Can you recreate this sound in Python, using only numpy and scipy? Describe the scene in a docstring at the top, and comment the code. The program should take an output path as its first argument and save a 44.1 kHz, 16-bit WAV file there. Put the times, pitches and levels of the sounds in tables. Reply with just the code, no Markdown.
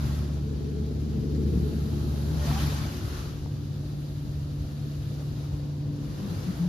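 """Inside a rollover car wash

Heard from a seat in a closed car. Brush motors hum as wavering harmonics; spinning cloth strips drum, boom and slap,
made of filtered random blows and noise. Dense droplets hiss on the glass and ring the side window. Clothing swishes
and its weave sings as the listener turns from the side window to the front and beyond; brushes rub panels into low
gliding notes, and plastic is knocked lightly."""
import sys
import numpy as np
from scipy import signal
from scipy.io import wavfile
from scipy.ndimage import uniform_filter1d

SR = 44100
rng = np.random.default_rng(int(sys.argv[2]) if len(sys.argv) > 2 else 0)


def pcm_store(signal):
    """Save signal as 16-bit PCM."""
    levels = np.round(np.clip(np.atleast_2d(signal), -1, 1) * 32767)
    wavfile.write(sys.argv[1], SR, levels.astype(np.int16).T)


N = 294588

# Where the listener faces. Each row: time in seconds, heading in rad (0 = front, left negative).
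HEADING = [(0, -1.4), (.3, -0.62), (2.7, -0.72), (2.96, -0.23), (3.32, 0.17), (3.44, 0.45), (5.9, 0.95),
           (6.35, -0.22), (6.68, -0.5)]
# The jet sweeps over the side window. Each row: peak time, rise and fall in seconds, level in dB.
JET_SWEEPS = [(1.68, 0.56, 0.58, -58.5), (2.25, 1.1, 0.49, -55), (3.13, 0.55, 0.46, -58.5),
              (4.1, 1.2, 0.59, -63), (5.2, 2.2, .8, -62), (6.5, 0.88, 0.8, -62)]
# Clothing slides as the listener moves. Each row: peak time, rise and fall in seconds, level in dB,
# ring of the fold in Hz, its width in Hz, its level against the swish in dB.
SWISHES = [(.07, 1, 0.43, -46.5, 1198, 696, -7.5), (1.95, 0.54, 1.7, -62, 1314, 220, 2.5),
           (2.56, 0.34, 0.8, -38.3, 1100, 700, -12.5), (3.17, 0.33, 0.28, -46, 1294, 200, -9),
           (6.46, 0.82, 0.55, -49, 1007, 900, -8.5)]


def from_db(db):
    """Amplitude gain of a level in dB."""
    return 10 ** (np.asarray(db) / 20)


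def rms_one(x):
    """Scale to rms 1, over both ears together."""
    return x / np.sqrt(np.mean(x ** 2) + 1e-20)


def in_time(rows):
    """Each column of a curve, at every sample."""
    seconds, *columns = np.transpose(rows)
    return [np.interp(np.arange(N) / SR, seconds, column) for column in columns]


def at_hz(points, hz):
    """Read a table over log frequency."""
    table_hz, values = np.array(points).T
    return np.interp(np.log(hz), np.log(table_hz), values)


def pan(left_db):
    """Gains that make the left ear louder than the right by left_db."""
    return from_db(np.array([[left_db], [-left_db]]) / 2)


def drift(rate_hz):
    """Slow random curve of rms about 1: noise through two equal poles at rate_hz."""
    step = 40  # samples between the drawn points
    r = np.exp(-2 * np.pi * rate_hz * step / SR)
    noise = rng.standard_normal(N // step + 2002)
    slow = signal.lfilter([1], [1, -2 * r, r * r], noise)[2000:]  # skip the filter's start
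    return np.interp(np.arange(N) / step, np.arange(len(slow)), rms_one(slow))


def resonate(x, hz, width_hz):
    """One resonance with a gain of about 1 at its top."""
    r = np.exp(-np.pi * width_hz / SR)
    zeros = np.array([1, 0, -1]) * (1 - r * r) / 2
    poles = [1, -2 * r * np.cos(2 * np.pi * hz / SR), r * r]
    return signal.lfilter(zeros, poles, x + 1e-18)


def low_pass(x, hz, order):
    """Roll off the treble above hz."""
    return signal.sosfilt(signal.butter(order, hz, fs=SR, output="sos"), x)


def impacts(per_s, spread_db):
    """Two trains of random tiny blows of uneven size; rms 1."""
    sizes = from_db(spread_db * np.minimum(rng.exponential(1, (2, N)), 5))
    signs = rng.choice([-1, 1], (2, N))
    falls = rng.random((2, N)) < per_s / SR
    return rms_one(sizes * signs * falls) + 1e-18


def two_ears(pair, hz):
    """Mix two independent signals so that long waves reach both ears alike and shorter ones differ."""
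    # Each row: frequency in Hz, left-right correlation from -1 to 1.
    likeness = [(60, 1), (130, 0.89), (280, 0.74), (620, 0.37), (900, 0.15), (1400, -0.1), (2200, 0.18),
                (4200, 0.42), (7200, -0.15), (9100, -0.56), (11500, 0.72), (14500, -0.6)]
    # Each row: frequency in Hz, left minus right in dB.
    lean = [(60, 1), (250, 3.5), (600, 1), (950, 1), (1400, -2), (2000, 3), (3000, -0.5), (4500, 4),
            (7000, 0), (10000, -0.8)]
    alike = np.clip(at_hz(likeness, hz), -1, 1)
    common = np.sqrt((1 + alike) / 2) * pair[0]
    opposed = np.sqrt((1 - alike) / 2) * pair[1] * [[1], [-1]]
    return (common + opposed) * pan(at_hz(lean, hz))


def coloured(spectrum, per_s, spread_db, patchy_db, flutter_hz):
    """Dense impacts heard through third-octave bands whose levels flutter; rms 1."""
    shared_weight, own_weight = 0.35, 0.57  # flutter that all bands share, and each band's own
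    edges_hz = 20 * 2 ** (np.arange(30) / 3)
    trains = [impacts(per_s, spread_db), impacts(per_s, spread_db)]
    shared, out = drift(flutter_hz), 0
    for k, (low, high) in enumerate(zip(edges_hz, edges_hz[1:])):
        hz = np.sqrt(low * high)
        if spectrum[0][0] <= hz <= spectrum[-1][0]:
            # neighbouring bands take different trains
            band = signal.sosfilt(signal.butter(2, [low, high], "band", fs=SR, output="sos"), trains[k % 2])
            flutter = shared_weight * shared + own_weight * drift(flutter_hz)
            out = out + two_ears(band, hz) * from_db(at_hz(spectrum, hz) + patchy_db * flutter)
    return rms_one(out)


def tone(hz):
    """A sine of rms 1 that follows a pitch curve."""
    return np.sqrt(2) * np.sin(2 * np.pi * (np.cumsum(hz) / SR + rng.random()))


def swell(peak_s, rise_s, fall_s, db):
    """Gain of one stroke: it builds to a rounded peak and dies away."""
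    depth_db = 23.5  # drop one rise or fall time from the peak
    roundness = 1.59  # 1 = pointed, 2 = bell
    t = np.arange(N) / SR - peak_s
    away = np.maximum(-t / rise_s, t / fall_s).clip(0, 4)
    return from_db(db - depth_db * away ** roundness)


def swells(strokes):
    """Gain of several strokes that add in power."""
    return np.sqrt(sum(swell(*stroke) ** 2 for stroke in strokes))


def pressure(part):
    """Gain with which the pushes reach one part of the car: 0 body, 1 near door, 2 side window."""
    # A brush leans harder on the car. Each row: peak time, rise and fall in seconds,
    # levels on the body, near door and side window in dB.
    pushes = [(.02, .3, 1, -33, -45, -70), (.66, 0.59, 1, -59, -38, -44), (1.5, 1, 0.87, -38, -31.5, -43),
              (2.05, 0.52, 1, -34.5, -41.5, -52.5), (2.65, 0.64, 0.49, -31.5, -47, -56),
              (3.319, 0.73, 0.35, -42, -53, -55), (6.3, 0.81, 1, -48, -41.5, -77)]
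    return swells([(peak_s, rise_s, fall_s, parts_db[part]) for peak_s, rise_s, fall_s, *parts_db in pushes])


def struck(events, width_hz, softness):
    """Soft blows on damped parts, each with its peak level and pitch; treble rolls off above softness x pitch."""
    out, click = np.zeros(N + SR), signal.unit_impulse(SR // 8)
    for start_s, db, hz in events:
        thud = low_pass(resonate(click, hz, width_hz), softness * hz, order=6)
        start = round(start_s * SR)
        out[start:start + len(thud)] += from_db(db) * thud / np.abs(thud).max()
    return out[:N]


def motors():
    """A wavering harmonic hum; motor load and a cabin node when facing front shift each order's level."""
    # Motor orders. Each row: multiple of the motor pitch, dB at mean load, dB gained per dB of load,
    # dB lost in the cabin's node when facing front, waver in dB.
    orders = [(1, -39, 0.98, 5.5, 1.33), (2, -33.5, 0.0, 7.5, 0.26), (3, -50.5, 1.0, 5, -0.5),
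              (4, -47, -0.38, 12.5, 2.5), (5, -59.5, 0.5, -10.5, 3), (7, -67.5, -0.5, -4, 2),
              (9, -69, 0.5, 0, 2)]
    # Load on the brush motors, heavy until the side brush lets go. Each row: time in seconds, load in dB.
    load = [(.15, -29.5), (.65, -33.5), (1.55, -28), (2.65, -30), (3.25, -42), (5.3, -43.5), (5.9, -51),
            (6.5, -45.5)]
    motor_hz, wander = 72.46, 0.00049  # wander is a share of the pitch
    node_width_rad = 0.46  # how far the listener must turn to leave the node
    hz = motor_hz * (1 + wander * drift(1.67))
    (load_db,), (heading,) = in_time(load), in_time(HEADING)
    strain_db = load_db - load_db.mean()
    in_node = np.exp(-(heading / node_width_rad) ** 2)
    hum = 0
    for multiple, db, follows, node_db, waver_db in orders:
        level_db = db + follows * strain_db - node_db * in_node + waver_db * drift(3.9)
        hum = hum + tone(round(multiple) * hz) * from_db(level_db)
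    return pan(0.12) * hum


def brushes():
    """Wet strips beat the body to a dull rumble; those on the near door ring its modes."""
    # What the body lets through. Each row: frequency in Hz, relative level per Hz in dB.
    drumming = [(22, -54), (36, -46), (50, 2), (70, -5.5), (100, 3), (130, 1), (175, -9.5), (250, -7.5),
                (330, -12), (420, -30), (560, -22), (750, -33)]
    # Door and window modes. Each row: frequency in Hz, width in Hz, relative level in dB.
    modes = [(178.7, 11.5, 5), (212, 24, 4), (234, 37, 4), (305, 78, 2.5), (348.3, 24, -1.5),
             (414, 22, -3.5)]
    body_db, door_db = -37, -52  # steady beating, to which the pushes add in power
    body = coloured(drumming, per_s=1500, spread_db=-0.5, patchy_db=3.0, flutter_hz=9.5)
    door = 0
    for hz, width_hz, db in modes:
        ring = rms_one(resonate(impacts(per_s=400, spread_db=1.0), hz, width_hz))
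        door = door + from_db(db) * two_ears(ring, hz)
    door = rms_one(low_pass(door, 470, order=12))
    rumble = np.hypot(from_db(body_db), pressure(0)) * body
    return rumble + pan(0.49) * np.hypot(from_db(door_db), pressure(1)) * door


def scrub():
    """Dense rubbing on the side window, heard through the pane's low mode: a hollow roar."""
    hz, width_hz = 432, 48
    roar = impacts(per_s=830, spread_db=-1.0)
    for _ in range(2):
        roar = resonate(roar, hz, width_hz)
    return pan(1.0) * pressure(2) * two_ears(rms_one(roar), hz)


def spray():
    """Thousands of droplets a second merge to a hiss behind the glass; the jet adds a fine sizzle as it passes."""
    # Amount of water on the glass. Each row: time in seconds, level in dB.
    amount = [(0, -53.5), (1.25, -52.5), (2.4, -49.5), (3.6, -54), (4.2, -54.5), (5.45, -52), (5.85, -57),
              (6.15, -54), (6.68, -53)]
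    # Water through the glass. Each row: frequency in Hz, relative level per Hz in dB.
    water = [(450, 10), (560, 2), (700, 4), (900, 2.5), (1100, 2.5), (1450, 0.5), (1900, -3.5),
             (2400, -4.5), (3100, -2), (4100, -1.5), (5000, -2), (7000, -7), (11000, -13), (16000, -13)]
    # The jet's own fine sizzle. Each row: frequency in Hz, relative level per Hz in dB.
    fine = [(5000, -20), (7000, -1), (11000, 0), (16000, -3)]
    sizzle_db = -1.5  # against the sweeps' ringing of the pane
    spray_db, = in_time(amount)
    hiss = from_db(spray_db) * coloured(water, per_s=8000, spread_db=1.5, patchy_db=1.4, flutter_hz=16)
    sizzle = coloured(fine, per_s=9000, spread_db=-1.0, patchy_db=0.0, flutter_hz=20)
    return hiss + from_db(sizzle_db) * swells(JET_SWEEPS) * sizzle


def side_window():
    """Drops ring the near pane; its bending waves reach the two ears partly in opposite phase."""
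    # The side window's rings. Each row: frequency in Hz, width in Hz, relative level in dB.
    pane = [(1400, 200, 3), (1694, 150, -0.5), (2800, 200, 0), (3860, 200, 5.5), (4500, 400, 6.5)]
    stray_db = -64  # stray drops, to which the jet sweeps add in power
    out = 0
    for hz, width_hz, db in pane:
        common, opposed = rms_one(resonate(impacts(per_s=2500, spread_db=2.0), hz, width_hz))
        out = out + from_db(db) * (common + opposed * [[1], [-1]])
    return np.hypot(from_db(stray_db), swells(JET_SWEEPS)) * rms_one(out)


def cloth_swish():
    """Fibres catch and slip as clothing slides: dense tiny impacts in a broad, fluttering rush."""
    # The swish of cloth. Each row: frequency in Hz, relative level per Hz in dB.
    cloth = [(350, 3), (550, -2), (780, -3), (1000, 1), (1350, 0), (1650, -1.5), (2100, -8.5), (3000, -4.5),
             (4500, -4), (7000, -8.5), (11000, -12.5), (16000, -14)]
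    rush = coloured(cloth, per_s=7000, spread_db=2.0, patchy_db=2.05, flutter_hz=15)
    return swells([row[:4] for row in SWISHES]) * rush


def folds():
    """Each swish also rings a fold of the cloth, a hollow colour that shifts as the fold bends."""
    wander = 0.04  # share by which the ring's pitch moves
    out = 0
    for *stroke, hz, width_hz, fold_db in SWISHES:
        centre_hz = hz * (1 + wander * drift(5))
        # slow noise times a tone makes a band around the tone
        ring = low_pass(impacts(per_s=1500, spread_db=1.5), width_hz / 2, order=2) * tone(centre_hz)
        out = out + from_db(fold_db) * swell(*stroke) * two_ears(rms_one(ring), hz)
    return out


def creases():
    """Creases snap at random within each swish, each with a brief ring: its coarse grain."""
    count, low_hz, high_hz = 18, 846, 5530  # pitches and their range
    snaps_per_s, cycles = 420, 40  # snaps over all pitches; pitch divided by ring width
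    tilt_db, crease_db = -2.5, -8  # change per octave; level against the swish
    out = 0
    for hz in np.geomspace(low_hz, high_hz, count):
        ring = rms_one(resonate(impacts(snaps_per_s / count, spread_db=1.5), hz, hz / cycles))
        out = out + from_db(tilt_db * np.log2(hz / low_hz)) * two_ears(ring, hz)
    grain = rms_one(low_pass(out, high_hz, order=4))
    return from_db(crease_db) * swells([row[:4] for row in SWISHES]) * grain


def slaps():
    """Single heavy strips land on the door skin."""
    # The hardest slaps. Each row: start in seconds, peak in dB before panning, pitch in Hz.
    hits = [(1.094, -31, 200), (1.175, -25, 207), (1.241, -34, 152), (1.254, -32, 154), (1.332, -23, 290),
            (1.358, -23.5, 277), (1.375, -27, 255), (1.461, -15.5, 138), (1.535, -22, 178),
            (1.555, -21, 200), (1.572, -21, 202), (1.597, -23, 148), (1.627, -32, 211), (1.655, -25, 230),
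            (1.763, -26, 200), (1.817, -23, 142), (1.846, -26, 202)]
    return pan(1.0) * struck(hits, width_hz=60, softness=1.67)


def buffets():
    """Each bunch of strips pushes on a large panel, which booms briefly around its own low pitch."""
    # Each row: peak time in seconds, rise and fall time in seconds, level in dB before panning, pitch in Hz.
    bunches = [(1.6, 0.48, -32.5, 70), (3.18, 0.37, -37.5, 58), (3.42, 0.081, -41, 50),
               (3.55, 0.12, -34.5, 90.5), (3.78, 0.42, -37.5, 90), (4.16, 0.5, -41.5, 72.4),
               (4.42, 0.29, -36.5, 83.5), (4.64, 0.1, -31.5, 77), (4.91, 0.066, -39, 91),
               (5.06, 0.17, -36, 78), (5.29, 0.052, -33, 75.5), (5.52, 0.19, -35, 83),
               (6.36, 0.12, -33.5, 82.4)]
    width_hz, even_s = 46, 0.043  # resonance width; window over which the boom is levelled
    out = 0
    for peak_s, reach_s, db, hz in bunches:
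        boom = rng.standard_normal(N)
        for _ in range(2):
            boom = resonate(boom, hz, width_hz)
        level = np.sqrt(uniform_filter1d(boom ** 2, int(even_s * SR)) + 1e-12)
        out = out + swell(peak_s, reach_s, reach_s, db) * boom / level
    return pan(0.2) * out


def washes():
    """Wet strips drag water over the body: a soft, throaty rush."""
    # Each row: peak time, rise and fall in seconds, level in dB.
    drags = [(2.33, .6, 0.41, -45), (5.6, 0.76, 0.73, -52), (6.33, 0.51, 0.49, -48.5), (6.65, 0.5, .3, -48)]
    # Colour of the rush. Each row: frequency in Hz, relative level per Hz in dB.
    throat = [(280, 7), (360, 1), (480, 2), (600, -0.5), (780, -9.5), (1100, 0.5)]
    return swells(drags) * coloured(throat, per_s=2500, spread_db=3.0, patchy_db=0.5, flutter_hz=14)


def panel_drone():
    """Stick and slip set a panel swinging; each rub is a short, slightly rising sine with a wobbling pitch."""
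    # A brush rubs a panel. Each row: peak time, rise and fall in seconds, level in dB before panning,
    # pitch at the peak in Hz.
    rubs = [(2.34, 0.071, 0.067, -26, 156), (2.5, .06, 0.45, -30.5, 149.3), (6.24, .06, 0.066, -33, 195),
            (6.32, .04, 0.034, -29.5, 170), (6.501, 0.05, 0.017, -24.5, 182),
            (6.614, 0.033, 0.04, -23, 171), (6.665, 0.077, 0.11, -25, 180)]
    glide_hz_per_s = 33  # the note climbs as the strip tightens
    wobble = 0.015  # share of the pitch
    t, out = np.arange(N) / SR, 0
    for peak_s, rise_s, fall_s, db, hz in rubs:
        pitch_hz = hz + glide_hz_per_s * np.clip(t - peak_s, -rise_s, fall_s)
        out = out + swell(peak_s, rise_s, fall_s, db) * tone(pitch_hz * (1 + wobble * drift(20.7)))
    return pan(2.7) * out


def weave_note():
    """In the fastest stroke the ribs of the sleeve's weave grip and sing a rising, rasping note."""
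    # Each row: peak time, rise and fall in seconds, level in dB.
    grips = [(2.44, 0.05, 0.037, -43), (2.485, 0.028, 0.049, -40.5), (2.535, 0.028, 0.03, -43),
             (2.574, 0.033, 0.024, -37)]
    # The ribs pass faster as the sleeve speeds up. Each row: time in seconds, ribs per second in Hz.
    rib_rate = [(2.42, 580), (2.45, 603), (2.48, 656.6), (2.51, 735), (2.56, 769), (2.58, 790), (2.6, 860)]
    # Partials of the note. Each row: multiple of the rib rate, relative level in dB.
    partials = [(1, 1), (1.5, -8)]
    jitter, broken_db = 0.017, 2.2  # pitch share and level by which each partial wavers
    rasp_width_hz, rasp_db = 280, -8  # uneven ribs smear the note into a rasp
    rib_hz, = in_time(rib_rate)
    note = 0
    for multiple, db in partials:
        pitch_hz = multiple * rib_hz * (1 + jitter * drift(111))
        note = note + tone(pitch_hz) * from_db(db + broken_db * drift(69))
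    smear = rms_one(low_pass(rng.standard_normal((2, N)), rasp_width_hz / 2, order=2))
    rasp = from_db(rasp_db) * smear * tone(rib_hz)
    return swells(grips) * rms_one(note + rasp)


def knocks():
    """Light touches on well damped plastic."""
    # Each row: start in seconds, peak in dB, pitch in Hz.
    touches = [(2.513, -26, 860), (2.722, -32, 540), (2.852, -32, 620), (3.078, -39, 1290),
               (3.176, -39, 1200), (3.4598, -37, 890)]
    return struck(touches, width_hz=380, softness=1.14)


def cabin(x):
    """Early reflections ripple the spectrum; their paths shift as the listener turns, differently for each ear."""
    # Glass and roof throw the sound back. Each row: mean delay in seconds, bearing in rad, level in dB.
    reflections = [(.0013, 0.5, -16), (.0024, 0.7, -31.5), (.0041, 2.2, -13), (.0067, 5.5, -11.5)]
    sway_s = 0.00043  # most that turning adds to or takes from a delay
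    heading, = in_time(HEADING)
    n, out = np.arange(N), x.copy()
    for delay_s, bearing, db in reflections:
        for ear, side in enumerate((1, -1)):
            lag_s = delay_s + sway_s * np.cos(heading - bearing + side / 2)
            out[ear] += from_db(db) * np.interp(n - lag_s * SR, n, x[ear])
    return out


def scene():
    """The machine on the body, water and cloth with cabin reflections, the near pane and the knocks."""
    machine = motors() + brushes() + scrub() + slaps() + buffets() + washes() + panel_drone()
    water_and_cloth = spray() + cloth_swish() + folds() + creases() + weave_note()
    return machine + cabin(water_and_cloth) + side_window() + knocks()


def record(dry):
    """One treble band is heard only as a left-right difference, a higher one only alike in both ears; the top is cut."""
    difference_only_hz, alike_only_hz, cutoff_hz = (7600, 9050), (10900, 13200), 14400

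    def without(band_hz, x):
        """Take a band out."""
        return signal.sosfilt(signal.butter(2, band_hz, "bandstop", fs=SR, output="sos"), x)

    mid = without(difference_only_hz, (dry[0] + dry[1]) / 2)
    side = without(alike_only_hz, (dry[0] - dry[1]) / 2)
    top_cut = signal.ellip(12, .1, 80, cutoff_hz, fs=SR, output="sos")
    return signal.sosfilt(top_cut, [mid + side, mid - side])


dry = scene()
out = record(dry)
pcm_store(out)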